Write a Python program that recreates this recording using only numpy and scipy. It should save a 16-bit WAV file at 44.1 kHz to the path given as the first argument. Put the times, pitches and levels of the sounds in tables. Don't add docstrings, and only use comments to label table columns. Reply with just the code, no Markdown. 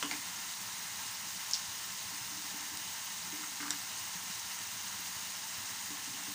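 import sys
import numpy as np
from scipy import signal
from scipy.fft import rfft, irfft
from scipy.io import wavfile

SR = 44100
rng = np.random.default_rng(int(sys.argv[2]) if len(sys.argv) > 2 else 0)


def inscribe(sig):
    pcm = np.round(np.clip(np.atleast_2d(sig).T, -1, 1) * 32767)
    wavfile.write(sys.argv[1], SR, pcm.astype(np.int16))


N = 279594

# f/Hz, level/dB per Hz
SIZZLE_COLOUR = [(700, -33.5), (2300, -12), (2900, -8), (3350, -10), (3750, -4), (4300, -5.5), (5300, -4),
                 (6550, 0), (7100, -4), (7950, -6.5), (8600, -4.5), (10000, -12), (11500, -16.5),
                 (14000, -17.5)]
# f/Hz, level/dB per Hz
HISS_COLOUR = [(13600, -34), (14050, -32), (14450, -11), (14650, -3), (16000, -6)]
# t/s, level/dB, f/Hz at onset
STRONG_PLOPS = [(.847, -46, 169), (1.68, -45, 95), (2.207, -46, 121), (4.153, -42.5, 173),
                (4.294, -45, 187), (5.157, -46, 107), (5.577, -45, 102), (6.096, -46, 110),
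                (6.28, -47, 105)]
# t/s, level/dB, f/Hz centre, width/octaves
PAN_TICKS = [(1.511, -24.5, 6060, 0.36), (2.7724, -27, 5400, .44), (3.7061, -18, 5170, 0.43),
             (3.975, -31.5, 7460, .13), (4.396, -32, 6200, .4), (4.589, -30, 7500, 0.15),
             (5.3523, -32, 5400, 0.44)]
# t/s, body level/dB, body f/Hz, body width/octaves,
# overtone level/dB, overtone f/Hz, overtone width/octaves
KITCHEN_KNOCKS = [(0.0266, -25, 1100, 0.55, -24, 3030, 0.068), (.1123, -24, 1800, 0.28, -34, 3480, 0.34),
                  (3.706, -35, 1650, 0.26, -33.5, 3660, 0.13)]
# start t/s, length/s, first tap level/dB,
# fall to the end/dB, level of the bump under the first slip/dB
WORKTOP_SCUFFS = [(0.12, .017, -40, 0.5, -46), (3.429, 0.013, -40, 1, -63), (3.602, .132, -35.5, 6, -44.5)]
# t/s, level/dB, fall per rock/dB
WORKTOP_BUMPS = [(.034, -38.5, 8), (2.12, -52, 9), (2.312, -49.5, 2), (2.538, -48.5, 4), (2.708, -49.5, 7),
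                 (3.327, -45.5, 4.5), (5.905, -43.5, 15), (6.07, -47, 3.5), (6.275, -44.5, 9)]
# f/Hz, level/dB, t60/s
WORKTOP_MODES = [(174, -18, 0.18), (234, 0.5, 0.064), (263, -10.5, 0.062), (288.6, -1.5, 0.14),
                 (336, -11, 0.064), (431, -15.5, 0.16)]
# f/Hz, nominal width/Hz, level/dB
BURNER_RESONANCES = [(639.5, 45, -9.5), (861, 152, -3.5), (952, 81, -1), (1067, 64, -0.5), (1197, 105, -7),
                     (1307, 53, -2), (1407, 34, -1.5), (1588, 114, -2.5), (1810, 166, -2), (2056, 203, -2),
                     (2880, 570, -4.5)]
# f/Hz, level/dB per Hz
RUMBLE_COLOUR = [(28, -47), (48, -39), (72, -11.5), (92, -1.5), (118, -1), (142, -13.5), (175, 2.5),
                 (215, -3), (260, -7.5), (310, -8.5), (370, -12.5), (440, -11.5), (520, -21.5), (1000, -27)]

PLOPS_PER_S, LARGE_POCKET_HZ, SMALL_POCKET_HZ, LARGE_SHARE = 3, 101, 185, .3
TICK_DECAY_MS = 0.91
CLACK_S, CLACK_DB, CLACK_HZ, CLACK_OCTAVES, CLACK_DECAY_MS = 1.5342, -16.5, 5340, .15, 1.13
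SLIP_GAP_S, SLIP_HZ, SLIP_OCTAVES, SLIP_DECAY_MS = .0265, 1520, 0.38, 5.6
ROCK_GAP_S = .063
EDGE_HZ = 15540


def sizzle(level_db, froth_db, surge_db, hiss_db):
    pops = unit(kitchen(bursts(per_s=2600, spread_db=2.5), t60=0.11, wet_db=-2.5))
    froth = amp(froth_db) * rng.standard_normal(N)
    frying = (pops + froth) * amp(surge_db * drift(21.0))
    hiss = colour(frying * amp(.8 * drift(40)), HISS_COLOUR)
    return amp(level_db) * colour(frying, SIZZLE_COLOUR) + amp(hiss_db) * hiss


def bursts(per_s, spread_db, count=32):
    t = np.arange(256) / SR
    out = np.zeros(N)
    for hz in np.linspace(1500, 15500, count):
        size = amp(spread_db * np.minimum(rng.exponential(1, N), 4.5))
        clicks = size * (rng.random(N) < per_s / count / SR)
        ping = np.sin(2 * np.pi * hz * t) * np.exp(-t / 0.00054)
        out += signal.oaconvolve(clicks, ping)[:N]
    return unit(out)


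def plops(rows, gain_db, rise, decay, glide):
    t = np.arange(SR // 6) / SR
    shape = (1 - np.exp(-t / rise)) ** 2 * np.exp(-t / decay)
    shape /= shape.max()
    out = np.zeros(N)
    for s, db, hz in rows:
        cycles = np.sin(2 * np.pi * hz * t * (1 + glide * t))
        add(out, s, amp(db + gain_db) * shape * cycles)
    return out


def simmer(level_db, spread_db, detune):
    rows = []
    draws = rng.random((int(PLOPS_PER_S * N / SR), 4))
    for k, (when, size, kind, tune) in enumerate(draws):
        pocket_hz = LARGE_POCKET_HZ if kind < LARGE_SHARE else SMALL_POCKET_HZ
        hz = pocket_hz * (1 + detune * (2 * tune - 1))
        rows.append(((k + when) / PLOPS_PER_S, level_db - spread_db * size, hz))
    return rows


def strikes(rows, rise):
    t = np.arange(4096) / SR
    out = np.zeros(N)
    for s, db, hz, octaves, decay_ms in rows:
        noise = rng.standard_normal(len(t))
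        band = np.exp(-(np.log2(bins(noise) / hz) / (2 * octaves)) ** 2)
        narrow = irfft(rfft(noise) * band)
        even = np.cos(np.angle(signal.hilbert(narrow)))
        ring = unit(irfft(rfft(even) * np.sqrt(band))) / np.sqrt(2)
        shape = (1 - np.exp(-t / rise)) * np.exp(-t / (decay_ms / 1000))
        add(out, s, amp(db) * ring * shape / shape.max())
    return out


def rattle(gap, first_db, fall_db, hz, octaves, decay_ms, count=5):
    clack = (CLACK_S, CLACK_DB, CLACK_HZ, CLACK_OCTAVES, CLACK_DECAY_MS)
    rebounds = [(CLACK_S + gap * (k + 1), first_db - fall_db * k, hz, octaves, decay_ms)
                for k in range(count)]
    return [clack] + rebounds


def knock_parts(body_ms, overtone_ms, click_db, click_hz, click_ms, low_db, low_hz, low_ms, low_lag):
    rows = []
    for s, db, hz, octaves, over_db, over_hz, over_octaves in KITCHEN_KNOCKS:
        rows += [(s, db, hz, octaves, body_ms),
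                 (s, over_db, over_hz, over_octaves, overtone_ms),
                 (s, db + click_db, click_hz, .5, click_ms),
                 (s + low_lag, db + low_db, low_hz, .3, low_ms)]
    return rows


def slips(jitter, scatter_octaves):
    taps, blows = [], []
    for start, length, first_db, fall_db, bump_db in WORKTOP_SCUFFS:
        steps = max(round(length / SLIP_GAP_S), 1)
        for u in np.linspace(0, 1, steps + 1):
            late, spot = rng.uniform(-1.026, 1, 2)
            s = start + u * length + jitter * late
            hz = SLIP_HZ * 2 ** (scatter_octaves * spot)
            taps.append((s, first_db - u * fall_db, hz, SLIP_OCTAVES, SLIP_DECAY_MS))
            blows.append((s, bump_db - u * fall_db))
    return taps, blows


def bumps(rows, rise):
    t = np.arange(SR // 3) / SR
    out = np.zeros(N)
    for s, db in rows:
        ring = np.zeros(len(t))
        for hz, mode_db, t60 in WORKTOP_MODES:
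            spot = 1 + 0.03 * rng.standard_normal()
            mode = np.sin(2 * np.pi * (hz * spot * t + rng.random()))
            ring += amp(mode_db - 60 * t / t60) * mode
        ring *= 1 - np.exp(-t / rise)
        add(out, s, amp(db) * ring / abs(ring).max())
    return out


def rocking(count=3):
    return [(s + k * ROCK_GAP_S, db - k * fall_db) for s, db, fall_db in WORKTOP_BUMPS for k in range(count)]


def burner(level_db, flutter_db):
    noise = rng.standard_normal(N)
    f = bins(noise)
    power = sum(amp(db) ** 2 / (1 + ((f - hz) / (0.89 * width)) ** 2) ** 2
                for hz, width, db in BURNER_RESONANCES)
    rush = unit(irfft(rfft(noise) * np.sqrt(power), N))
    return amp(level_db + flutter_db * drift(12)) * rush


def rumble(level_db, swell_db):
    return amp(level_db + swell_db * drift(26)) * colour(rng.standard_normal(N), RUMBLE_COLOUR)


def kitchen(x, t60, wet_db):
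    t = np.arange(SR // 2) / SR
    taps = rng.standard_normal(len(t)) * (t > .003)
    low = signal.sosfilt(signal.butter(2, 3500, fs=SR, output="sos"), taps)
    high = signal.sosfilt(signal.butter(2, 3500, "high", fs=SR, output="sos"), taps)
    tail = low * amp(-60 * t / t60) - high * amp(-60 * t / (0.23 * t60))
    return x + amp(wet_db) * signal.fftconvolve(x, tail / np.linalg.norm(tail))[:N]


def colour(x, points):
    hz, db = np.transpose(points)
    gain = amp(np.interp(np.log(bins(x)), np.log(hz), db))
    return unit(irfft(rfft(x) * gain, len(x)))


def drift(rate):
    x = rng.standard_normal(N)
    return unit(irfft(rfft(x - x.mean()) / (1 + (bins(x) / rate) ** 2), N))


def bins(x):
    return np.fft.rfftfreq(len(x), 1 / SR) + 1


def add(mix, s, sound):
    part = mix[max(round(s * SR), 0):][:len(sound)]
    part += sound[:len(part)]


def amp(db):
    return 10 ** (np.asarray(db) / 20)


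def unit(x):
    return x / np.sqrt(np.mean(x ** 2) + 1e-20)


def scene():
    steady = sizzle(level_db=-43, froth_db=4.0, surge_db=0.38, hiss_db=-48)
    steady += burner(level_db=-49.0, flutter_db=0.74) + rumble(level_db=-60.0, swell_db=2.0)

    weak_plops = simmer(level_db=-48, spread_db=5.5, detune=.06)
    bubbles = plops(STRONG_PLOPS + weak_plops, gain_db=-6.0, rise=0.007, decay=0.0094, glide=0.64)

    tick_rows = [(*row, TICK_DECAY_MS) for row in PAN_TICKS]
    ticks = kitchen(strikes(tick_rows, rise=0.00031), t60=0.44, wet_db=-6.5)

    contacts = rattle(gap=.0058, first_db=-25.0, fall_db=2.8, hz=4630, octaves=0.38, decay_ms=2.3)
    clack = kitchen(strikes(contacts, rise=.0007), t60=0.5, wet_db=-8.5)

    taps, blows = slips(jitter=0.00202, scatter_octaves=0.45)
    parts = knock_parts(body_ms=1.5, overtone_ms=2.5, click_db=-8.0, click_hz=5300, click_ms=4.5,
                        low_db=-13, low_hz=826, low_ms=6, low_lag=0.00295)
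    handling = strikes(parts, rise=0.0001) + strikes(taps, rise=0.00051)
    knocks = kitchen(handling, t60=0.27, wet_db=-6.0)
    thuds = kitchen(bumps(rocking() + blows, rise=0.0032), t60=0.59, wet_db=-9.5)
    return np.tile(steady + bubbles + clack + ticks + knocks + thuds, (2, 1))


def record(dry):
    taps = signal.firwin(1023, EDGE_HZ, window=("kaiser", 8), fs=SR)
    return signal.oaconvolve(dry, taps[None], "same", axes=1)


dry = scene()
out = record(dry)
inscribe(out)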